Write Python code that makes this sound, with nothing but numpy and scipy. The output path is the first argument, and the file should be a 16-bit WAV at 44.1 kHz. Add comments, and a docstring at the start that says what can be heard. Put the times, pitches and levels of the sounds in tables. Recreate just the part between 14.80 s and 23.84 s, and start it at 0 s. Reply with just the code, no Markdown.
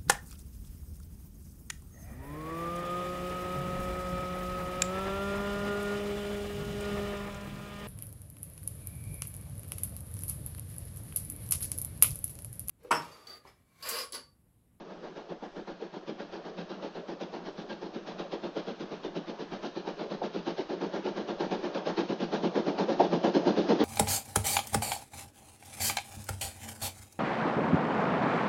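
"""Steam locomotive climbing past

A steam locomotive works uphill towards a lineside microphone; its exhaust beats quicken and grow.
Each beat is a puff of noise: a smokebox boom, a chimney bark, a throat rasp and a hiss at the lip.
Short rough tones are eddy bursts. A side rod clanks, wheels roar, steam leaks, and the cutting
answers with decaying noise. The microphone cuts bass and treble and adds a murmur of air."""
import sys
import numpy as np
from scipy import signal
from scipy.fft import rfft, irfft, next_fast_len
from scipy.io import wavfile
from scipy.ndimage import uniform_filter1d, map_coordinates

SR = 44100
rng = np.random.default_rng(int(sys.argv[2]) if len(sys.argv) > 2 else 0)


def store_wav(level_fs):
    """Save 16-bit WAV to argv[1]."""
    pcm = np.round(np.clip(np.atleast_2d(level_fs), -1, 1) * 32767)
    wavfile.write(sys.argv[1], SR, pcm.T.astype(np.int16))


def level_to_linear(level):
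    """Convert decibel levels to linear amplitude factors, elementwise."""
    exponent = np.asarray(level, float) / 20
    return 10 ** exponent


N = 398663
TIME_S = np.arange(N) / SR

# exhaust beats: (time [s], boom [dB], bark [dB], rasp [dB], hiss [dB], nominal valve opening [ms])
EXHAUST_BEATS = [(0.01, -50, -47.5, -50.0, -62.5, 8.7), (0.106, -50.5, -52, -48, -62.5, 32.0),
                 (0.239, -53.5, -44.5, -44.5, -57, 62), (0.369, -52.5, -45, -44.5, -56, 42),
                 (0.505, -45.5, -40, -45, -54, 28.0), (0.63, -45, -43.5, -42, -57, 33),
                 (0.768, -47, -40.5, -44, -56, 47), (0.883, -47.5, -41.5, -42, -53.5, 40.0),
                 (1.013, -48, -42.5, -45.5, -55, 55), (1.142, -47, -45.5, -44.5, -54, 43),
                 (1.285, -40, -42.5, -45, -48.5, 18), (1.399, -45, -42.5, -42, -50.5, 38),
                 (1.532, -50, -41, -45.5, -51.0, 46.0), (1.658, -50.5, -44, -44.5, -53.5, 43),
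                 (1.789, -40.5, -44, -43.5, -48.5, 26), (1.907, -45, -44.5, -45.5, -50.5, 41),
                 (2.034, -47, -39.5, -41.0, -51, 43), (2.161, -44, -40.5, -46.0, -52, 36),
                 (2.292, -44, -41, -43, -50.5, 46.0), (2.416, -41.0, -39.5, -41.5, -46.5, 20.0),
                 (2.539, -46.5, -39.5, -41.5, -51.5, 37), (2.664, -47.5, -41.5, -45, -49.5, 26),
                 (2.785, -41.5, -43, -47.5, -50.5, 38), (2.904, -42.5, -42, -41, -47.5, 26),
                 (3.027, -44, -38.5, -43.5, -52, 48.0), (3.151, -45, -42.5, -50, -49.5, 29.0),
                 (3.278, -47, -43, -42.5, -48.5, 40), (3.399, -44, -40, -41.5, -45.5, 17),
                 (3.529, -44, -37, -41, -45.5, 23), (3.643, -42, -36, -40, -49, 31),
                 (3.773, -43, -38.5, -38.5, -46.5, 27), (3.88, -41, -39.5, -40, -48, 38.0),
                 (4.011, -38.5, -38, -45, -47.5, 23), (4.121, -43, -40.5, -45.5, -49.5, 27),
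                 (4.249, -49.5, -37, -42, -47.0, 22), (4.364, -37.5, -40, -42, -46.5, 14),
                 (4.486, -45.5, -39, -45.5, -47.5, 26), (4.603, -44, -40, -46.5, -48.5, 25),
                 (4.727, -40, -43.5, -41, -48.5, 34), (4.84, -41, -38, -39.5, -45.5, 33.0),
                 (4.965, -44, -42.5, -44.0, -48, 38), (5.079, -42, -36.5, -39.0, -45.5, 15),
                 (5.201, -43, -38, -39, -47, 41.0), (5.316, -38.0, -39, -39.5, -47, 36),
                 (5.442, -37, -34.5, -41, -44, 19), (5.551, -38, -37.5, -44.5, -46.0, 44.0),
                 (5.674, -39.5, -36.5, -37, -43.5, 41), (5.786, -51, -37.5, -37.5, -45.5, 31),
                 (5.904, -45, -35.5, -37.5, -49, 39), (6.02, -39, -33, -39, -46, 47),
                 (6.142, -40.5, -35.5, -35.5, -48, 53), (6.26, -40, -31, -37, -43.5, 31),
                 (6.374, -39, -36.0, -37.5, -47, 42), (6.491, -37.0, -34.5, -36.5, -44.5, 23.0),
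                 (6.609, -37.5, -33, -34.5, -43.5, 57), (6.721, -35.5, -32.5, -34.5, -41.5, 30),
                 (6.842, -42, -32.5, -37.5, -45, 30), (6.954, -40, -36.0, -34.5, -44.0, 29),
                 (7.071, -33.5, -34, -33.5, -42, 38.0), (7.186, -36.0, -29, -33.5, -39.5, 23.0),
                 (7.3, -33.5, -33, -36.0, -43, 26), (7.414, -33, -35, -36, -41.5, 33),
                 (7.536, -35, -36, -33, -40.5, 33), (7.642, -30.5, -29.5, -35.0, -41.5, 31.0),
                 (7.76, -33.5, -29.0, -34.0, -41.5, 40), (7.875, -37.5, -31.5, -33.0, -41.5, 26.0),
                 (7.992, -32, -30.5, -31, -39, 41), (8.099, -32.5, -31.0, -30, -41, 31.0),
                 (8.207, -36.5, -28, -29, -40, 60.0), (8.328, -31.5, -28, -31.5, -42, 36),
                 (8.446, -31, -26.5, -26.5, -40.5, 47), (8.554, -31.5, -25.0, -28, -38.5, 26),
                 (8.67, -28.5, -24.5, -28, -40, 36), (8.778, -31.5, -28, -31.5, -40.5, 39.0),
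                 (8.901, -29, -22, -29, -36.0, 28), (9.008, -29, -24.0, -30.5, -36.5, 21)]
# smokebox resonances: (frequency [Hz], bandwidth [Hz], relative level [dB])
SMOKEBOX_MODES = [(169.5, 33.8, -4), (210.2, 54.2, 2.5), (227.2, 77, -5)]
# chimney resonances: (frequency [Hz], bandwidth [Hz], relative level [dB])
CHIMNEY_MODES = [(279.6, 64, -7.5), (345, 44, 2.5), (459, 52, -3.5)]
# chimney-throat resonances: (frequency [Hz], bandwidth [Hz], relative level [dB])
THROAT_MODES = [(551, 55, -4), (737, 226, -8.5), (886, 236, -10), (1404, 32, -18.5), (1600, 100, -21.5)]
# jet noise at the chimney lip: (frequency [Hz], relative density [dB/Hz])
JET_SPECTRUM = [(600, -5), (1200, -1), (2000, -9.5), (3000, -6.5), (4200, -8.5), (5500, -15.5),
                (6500, -22.5), (7700, -44.5)]
# loudest eddy bursts in the chimney: (centre time [s], peak level [dB], pitch [Hz], nominal length [ms])
LOUD_POPS = [(0.125, -40, 461, 11), (0.38, -35.5, 328, 6.1), (0.522, -32, 487.3, 3.9),
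             (0.641, -45, 530, 5.7), (1.029, -31.5, 478.5, 8.3), (1.169, -31, 345, 5.4),
             (1.295, -31, 467, 2.2), (1.321, -32.5, 349, 10.4), (1.404, -31.5, 397.6, 5.3),
             (1.661, -37.5, 517, 4.8), (1.912, -33.5, 345, 11), (2.418, -33.5, 465, 11),
             (2.684, -37.5, 431, 11), (3.031, -37, 525, 6), (3.163, -32, 378.6, 8),
             (3.537, -32.5, 479, 5.8), (3.642, -35, 477, 4.5), (3.773, -29.5, 473, 18),
             (3.884, -33.5, 482, 7.7), (4.251, -31, 438, 8.7), (4.372, -29, 397.3, 9.3),
             (4.501, -32.5, 413, 4), (4.606, -35, 421, 17), (4.628, -36.5, 393, 9), (4.73, -35, 345, 16),
             (4.976, -27.5, 375, 4.9), (5.317, -36, 481, 7), (5.563, -23, 384, 2.8),
             (5.681, -24.5, 371.5, 7.8), (5.796, -25, 367.7, 12), (5.908, -30.5, 397, 6),
             (5.937, -28.5, 368.4, 13), (6.268, -24, 371, 3), (6.61, -28, 421, 6.4),
             (6.724, -30.5, 496, 4.2), (7.074, -31, 474, 7.6), (7.182, -26.5, 421, 9.5),
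             (7.331, -27, 383, 6.9), (7.426, -30, 376, 2.6), (7.537, -26.5, 438, 16),
             (7.779, -21.5, 441, 6.3), (7.998, -25, 454, 3.6), (8.088, -24, 516, 9), (8.209, -13, 585, 3),
             (8.339, -24.5, 440, 16), (8.449, -20.5, 423, 2.8), (8.558, -18.5, 402, 5.2),
             (8.679, -23.5, 447, 2.3), (8.79, -20, 398, 14), (8.902, -23, 427.4, 14),
             (9.014, -15, 419.5, 3.1)]
# barks of falling pitch: (time [s], main tone peak [dB], start [Hz], end [Hz], t60 [s], rise constant [s])
FALLING_BARKS = [(5.4135, -30, 880, 560, 0.2, .0018), (8.192, -16.5, 960, 520, 0.036, .03)]
# side-rod clanks: (time [s], pitch [Hz], level before decay [dB])
ROD_CLANKS = [(1.28, 1695, -52), (1.403, 1630, -47), (1.786, 1620, -44), (2.899, 1600, -37.5)]
# running noise: (time [s], mean steam leak level [dB], mean wheel roar level [dB])
TRAIN_LEVELS = [(0, -57, -50), (0.5, -59, -52), (2, -58, -49.5), (4, -57.5, -49), (6, -54.5, -46),
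                (7.5, -55.5, -41.5), (8.4, -50, -37.5), (9.04, -46.5, -37)]
# wheel roar: (frequency [Hz], relative density [dB/Hz])
ROAR_SPECTRUM = [(53, -63), (90, -33), (178, 4.5), (259, -11), (347, 2), (491, -4), (572, -1),
                 (1200, -14.5), (1600, -23.5), (1890, -26), (2500, -40), (3250, -68.5), (5500, -120)]
# steam leak: (frequency [Hz], relative density [dB/Hz])
LEAK_SPECTRUM = [(590, -15), (1000, -8.5), (1620, -10), (2130, -18), (2910, -16), (5080, -22.5),
                 (6390, -27.5), (7320, -41), (7570, -60), (9840, -121), (16700, -120)]
# echo of the cutting: (frequency [Hz], t60 [s])
CUTTING_DECAY = [(150, 0.15), (1000, 0.16), (6000, 1)]
# colour by ground echo and air when near: (frequency [Hz], gain at nearness 1 against far [dB])
NEAR_COLOUR = [(120, 0.2), (200, -.4), (265, 4.87), (330, 1.39), (480, -.3), (800, 0.9), (1300, -3),
               (1900, -1.5), (3500, 0.1), (6500, 0)]
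# approach of the engine: (time [s], nearness [0-1])
APPROACH_PATH = [(0, 0.026), (4.5, 0.12), (7, 0.21), (9.04, 1)]
# air on the capsule: (frequency [Hz], relative density [dB/Hz])
AIR_SPECTRUM = [(10, -4.5), (22, -2.5), (35, -8), (70, -15.5), (150, -19), (400, -42)]
# dull capsule: (frequency [Hz], gain [dB])
CAPSULE_TREBLE = [(6000, 0.0), (6700, -2.5), (6950, -4), (7700, -36.0)]


def exhaust(burst_rows):
    """One steam puff per beat drives four noise voices; eddies roughen bark, rasp and hiss."""
    beat_s, boom_db, bark_db, rasp_db, hiss_db, open_ms = np.transpose(EXHAUST_BEATS)
    hold_s = open_ms / 1000
    fall_s = (12.3 - 0.11 * open_ms) / 1000  # the longer the valve was open, the less steam is left
    lumps = wobble(90)
    fine_lumps_db = 0.75 * lumps + 0.79 * wobble(400)

    boom = filtered(eddies(patchy_db=4.0), resonances(SMOKEBOX_MODES))
    bark = level_to_linear(1.1 * lumps) * filtered(eddies(patchy_db=0.3), resonances(CHIMNEY_MODES))
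    rasp = level_to_linear(1.3 * lumps) * filtered(eddies(patchy_db=1.66), resonances(THROAT_MODES))
    hiss = level_to_linear(fine_lumps_db) * coloured(JET_SPECTRUM, patchy_db=2.5)

    # boom, bark and rasp lag the hiss by 2-5 ms
    boom_flow = puffs(beat_s + 0.0022, boom_db, 1.02 * hold_s, 0.98 * fall_s, rise_s=0.011, sag_db_per_s=-61.5)
    bark_flow = puffs(beat_s + 0.0054, bark_db, 0.97 * hold_s, fall_s, rise_s=0.016, sag_db_per_s=-94.5)
    rasp_flow = puffs(beat_s + 0.003, rasp_db, 0.7 * hold_s, 1.2 * fall_s, rise_s=0.013, sag_db_per_s=-73.5)
    hiss_flow = puffs(beat_s, hiss_db, hold_s, 0.92 * fall_s, rise_s=0.018, sag_db_per_s=-63.5)
    return (steady(boom, 0.043) * boom_flow
            + steady(bark, 0.032) * bark_flow
            + steady(rasp, 0.023) * rasp_flow
            + steady(hiss, 0.022) * spits(burst_rows) * hiss_flow)


def puffs(start_s, level_db, open_s, fall_s, rise_s, sag_db_per_s):
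    """Steam flow: bell-shaped rise, sagging hold, exponential fall of energy; puffs add in power."""
    power = np.zeros(N + SR)
    t = np.arange(-SR // 10, SR // 4) / SR
    for s, db, hold, fall in zip(start_s, level_db, open_s, fall_s):
        rise = np.exp(-(np.minimum(t, 0) / rise_s) ** 2)
        sag = level_to_linear(sag_db_per_s * np.clip(t, 0, hold))
        decay = np.exp(-np.maximum(t - hold, 0) / (2 * fall))
        power[round(s * SR):][:len(t)] += (level_to_linear(db) * rise * sag * decay) ** 2
    return np.sqrt(power[SR // 10:][:N])


def spits(burst_rows):
    """Each eddy burst also sharpens the jet: a bell of extra gain, a little longer than the burst."""
    gain = np.ones(N + SR)
    t = np.arange(SR // 10) / SR
    centre_s = t.mean()
    for s, _, _, length_ms in burst_rows:
        half_width_ms = 6 + 1.2 * length_ms
        bell = np.exp(-(1000 * (t - centre_s) / half_width_ms) ** 2)
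        gain[round(s * SR):][:len(t)] += 0.25 * bell
    return gain[round(centre_s * SR):][:N]


def bursts():
    """Rows of the loud eddy bursts, plus a milder random one early in every beat that has none."""
    beat_s, _, bark_db = np.transpose(EXHAUST_BEATS)[:3]
    delay_s = 0.011
    luck = rng.standard_normal((4, len(beat_s)))
    gap_s = np.abs(beat_s[:, None] + delay_s - np.transpose(LOUD_POPS)[0]).min(axis=1)
    time_s = beat_s + delay_s * np.exp(0.4 * luck[0])
    peak_db = bark_db - 1.5 + 2.3 * luck[1]
    pitch_hz = 440 + 45.1 * luck[2]
    length_ms = 16 * np.exp(0.58 * luck[3])
    mild = np.transpose([time_s, peak_db, pitch_hz, length_ms])
    return np.vstack([LOUD_POPS, mild[gap_s > 0.04]])


def pops(burst_rows):
    """An eddy burst in the chimney is a few rough cycles under a bell."""
    out = np.zeros(N + SR)
    t = np.arange(SR // 10) / SR
    centre_s = t.mean()
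    for s, db, hz, length_ms in burst_rows[burst_rows[:, 0] > centre_s]:
        bell = np.exp(-(1180 * (t - centre_s) / max(length_ms, 3)) ** 2)
        out[round((s - centre_s) * SR):][:len(t)] += level_to_linear(db) * bell * rough_tone(np.full(len(t), hz))
    return out[:N]


def yelps():
    """A falling bark is a cluster of four rough tones that slide down together."""
    out = np.zeros(N + SR)
    t = np.arange(SR // 10) / SR
    for s, db, start_hz, end_hz, t60_s, rise_s in FALLING_BARKS:
        pitch_hz = end_hz + (start_hz - end_hz) * np.exp(-t / 0.0229)
        shape = level_to_linear(-60 * t / t60_s) * (1 - np.exp(-t / rise_s)) ** 3
        cluster = sum(gain * rough_tone(ratio * pitch_hz)
                      for ratio, gain in ((1, 1), (0.74, 0.54), (1.2, 0.28), (0.55, 0.37)))
        out[round(s * SR):][:len(t)] += level_to_linear(db) * shape / shape.max() * cluster
    return out[:N]


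def rough_tone(pitch_hz):
    """A sine on a pitch curve, its pitch shaken by turbulence."""
    shake = rng.standard_normal(len(pitch_hz))
    shake = uniform_filter1d(uniform_filter1d(shake, size=24), size=24)
    phase = np.cumsum(2 * np.pi * pitch_hz / SR + 0.09 * shake)
    return np.sin(phase + rng.uniform(0, 2 * np.pi))


def rods():
    """A loose side rod rings briefly: decaying sines with a soft onset."""
    out = np.zeros(N)
    for s, hz, db in ROD_CLANKS:
        age_s = np.maximum(TIME_S - s, 0)
        onset = 1 - np.exp(-age_s / 0.004)
        out += level_to_linear(db - 60 * age_s / 0.11) * onset * np.sin(2 * np.pi * hz * age_s)
    return out


def train():
    """Wheels roar on the rails and steam leaks from the glands: coloured noise of wavering level."""
    s, leak_db, roar_db = np.transpose(TRAIN_LEVELS)
    roar_swing_db = 1.5 * wobble(12) + 1.1 * wobble(2.99)
    roar = level_to_linear(np.interp(TIME_S, s, roar_db) + roar_swing_db) * coloured(ROAR_SPECTRUM, patchy_db=2.5)
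    flutter_db = 1.2 * wobble(7)
    leak = level_to_linear(np.interp(TIME_S, s, leak_db) + flutter_db) * coloured(LEAK_SPECTRUM, patchy_db=-1.2)
    return roar + leak


def cutting(x):
    """The slope answers late with a noise tail; each frequency dies at its own speed."""
    hz, t, z = signal.stft(rng.standard_normal(SR // 2), SR, nperseg=256)
    decay = level_to_linear(-60 * t / along(CUTTING_DECAY, hz)[:, None])
    tail = signal.istft(z * decay, SR, nperseg=256)[1]
    delayed = np.pad(x, (800, 0))  # samples
    return signal.fftconvolve(delayed, tail / np.linalg.norm(tail))[:N]


def capsule_air():
    """Air murmurs on the capsule: low noise of swinging level."""
    return level_to_linear(-67.5 + 2.5 * wobble(4)) * coloured(AIR_SPECTRUM, patchy_db=-3.0)


def unit(x):
    """Scale to rms 1."""
    return x / np.sqrt(np.mean(x ** 2) + 1e-20)


def steady(x, seconds):
    """Even out random swells slower than the given time; rms 1."""
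    power = np.abs(uniform_filter1d(x ** 2, size=max(round(seconds * SR), 9)))
    return unit(x / np.sqrt(power + 0.03 * np.mean(x ** 2)))


def along(points, hz):
    """Read (frequency [Hz], value) points on a log frequency axis."""
    f, v = np.transpose(points)
    return np.interp(np.log(hz + 1), np.log(f + 1), v)


def filtered(x, response):
    """Apply a complex response of frequency."""
    m = next_fast_len(N + SR // 2)
    return irfft(rfft(x, m) * response(np.fft.rfftfreq(m, 1 / SR)), m)[:N]


def resonances(modes):
    """Causal response of parallel resonances with alternating signs."""
    def response(f):
        total = 0
        for k, (centre_hz, width_hz, db) in enumerate(modes):
            damping = 1j * f * width_hz
            total = total + (-1) ** k * level_to_linear(db) * damping / (centre_hz ** 2 - f * f + damping)
        return total
    return response


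def wobble(knots_per_s):
    """Smooth random curve through normal-distributed knots."""
    knots = rng.standard_normal(int(N * knots_per_s / SR) + 4)
    return map_coordinates(knots, [TIME_S * knots_per_s])


def eddies(patchy_db):
    """White noise with patches of random gain, some 250 Hz by 40 ms."""
    z = signal.stft(rng.standard_normal(N), nperseg=512)[2]
    field = uniform_filter1d(rng.standard_normal(z.shape), size=3, axis=0)
    field = uniform_filter1d(field, size=7, axis=1)
    return signal.istft(z * level_to_linear(patchy_db * unit(field)), nperseg=512)[1][:N]


def coloured(spectrum, patchy_db):
    """Patchy noise of rms 1 with the given spectrum."""
    return unit(filtered(eddies(patchy_db), lambda hz: level_to_linear(along(spectrum, hz))))


def scene():
    """Engine, its echo and the running train, changing colour on the way in."""
    burst_rows = bursts()
    engine = exhaust(burst_rows) + pops(burst_rows) + yelps() + rods()
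    far = engine + level_to_linear(-8) * cutting(engine) + train()
    near = filtered(far, lambda hz: level_to_linear(along(NEAR_COLOUR, hz)))
    nearness = np.interp(TIME_S, *np.transpose(APPROACH_PATH))
    return (far + nearness * (near - far))[None]


def low_pass(x):
    """Removes everything above the highest recorded frequency."""
    return signal.sosfilt(signal.butter(12, 7720, fs=SR, output="sos"), x)


def record(dry):
    """A steep wind filter cuts bass, a dull capsule treble; the air murmur bypasses both."""
    def low_cut(f):
        gentle = (1j * f / (110 + 1j * f)) ** 3
        resonant = -f * f / (150 ** 2 - f * f + 1j * f * 110)
        return gentle * resonant

    def high_cut(f):
        return level_to_linear(along(CAPSULE_TREBLE, f))

    heard = filtered(dry[0], lambda f: low_cut(f) * high_cut(f))
    mix = heard + capsule_air()
    return low_pass(mix[None])


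dry = scene()
out = record(dry)
store_wav(out)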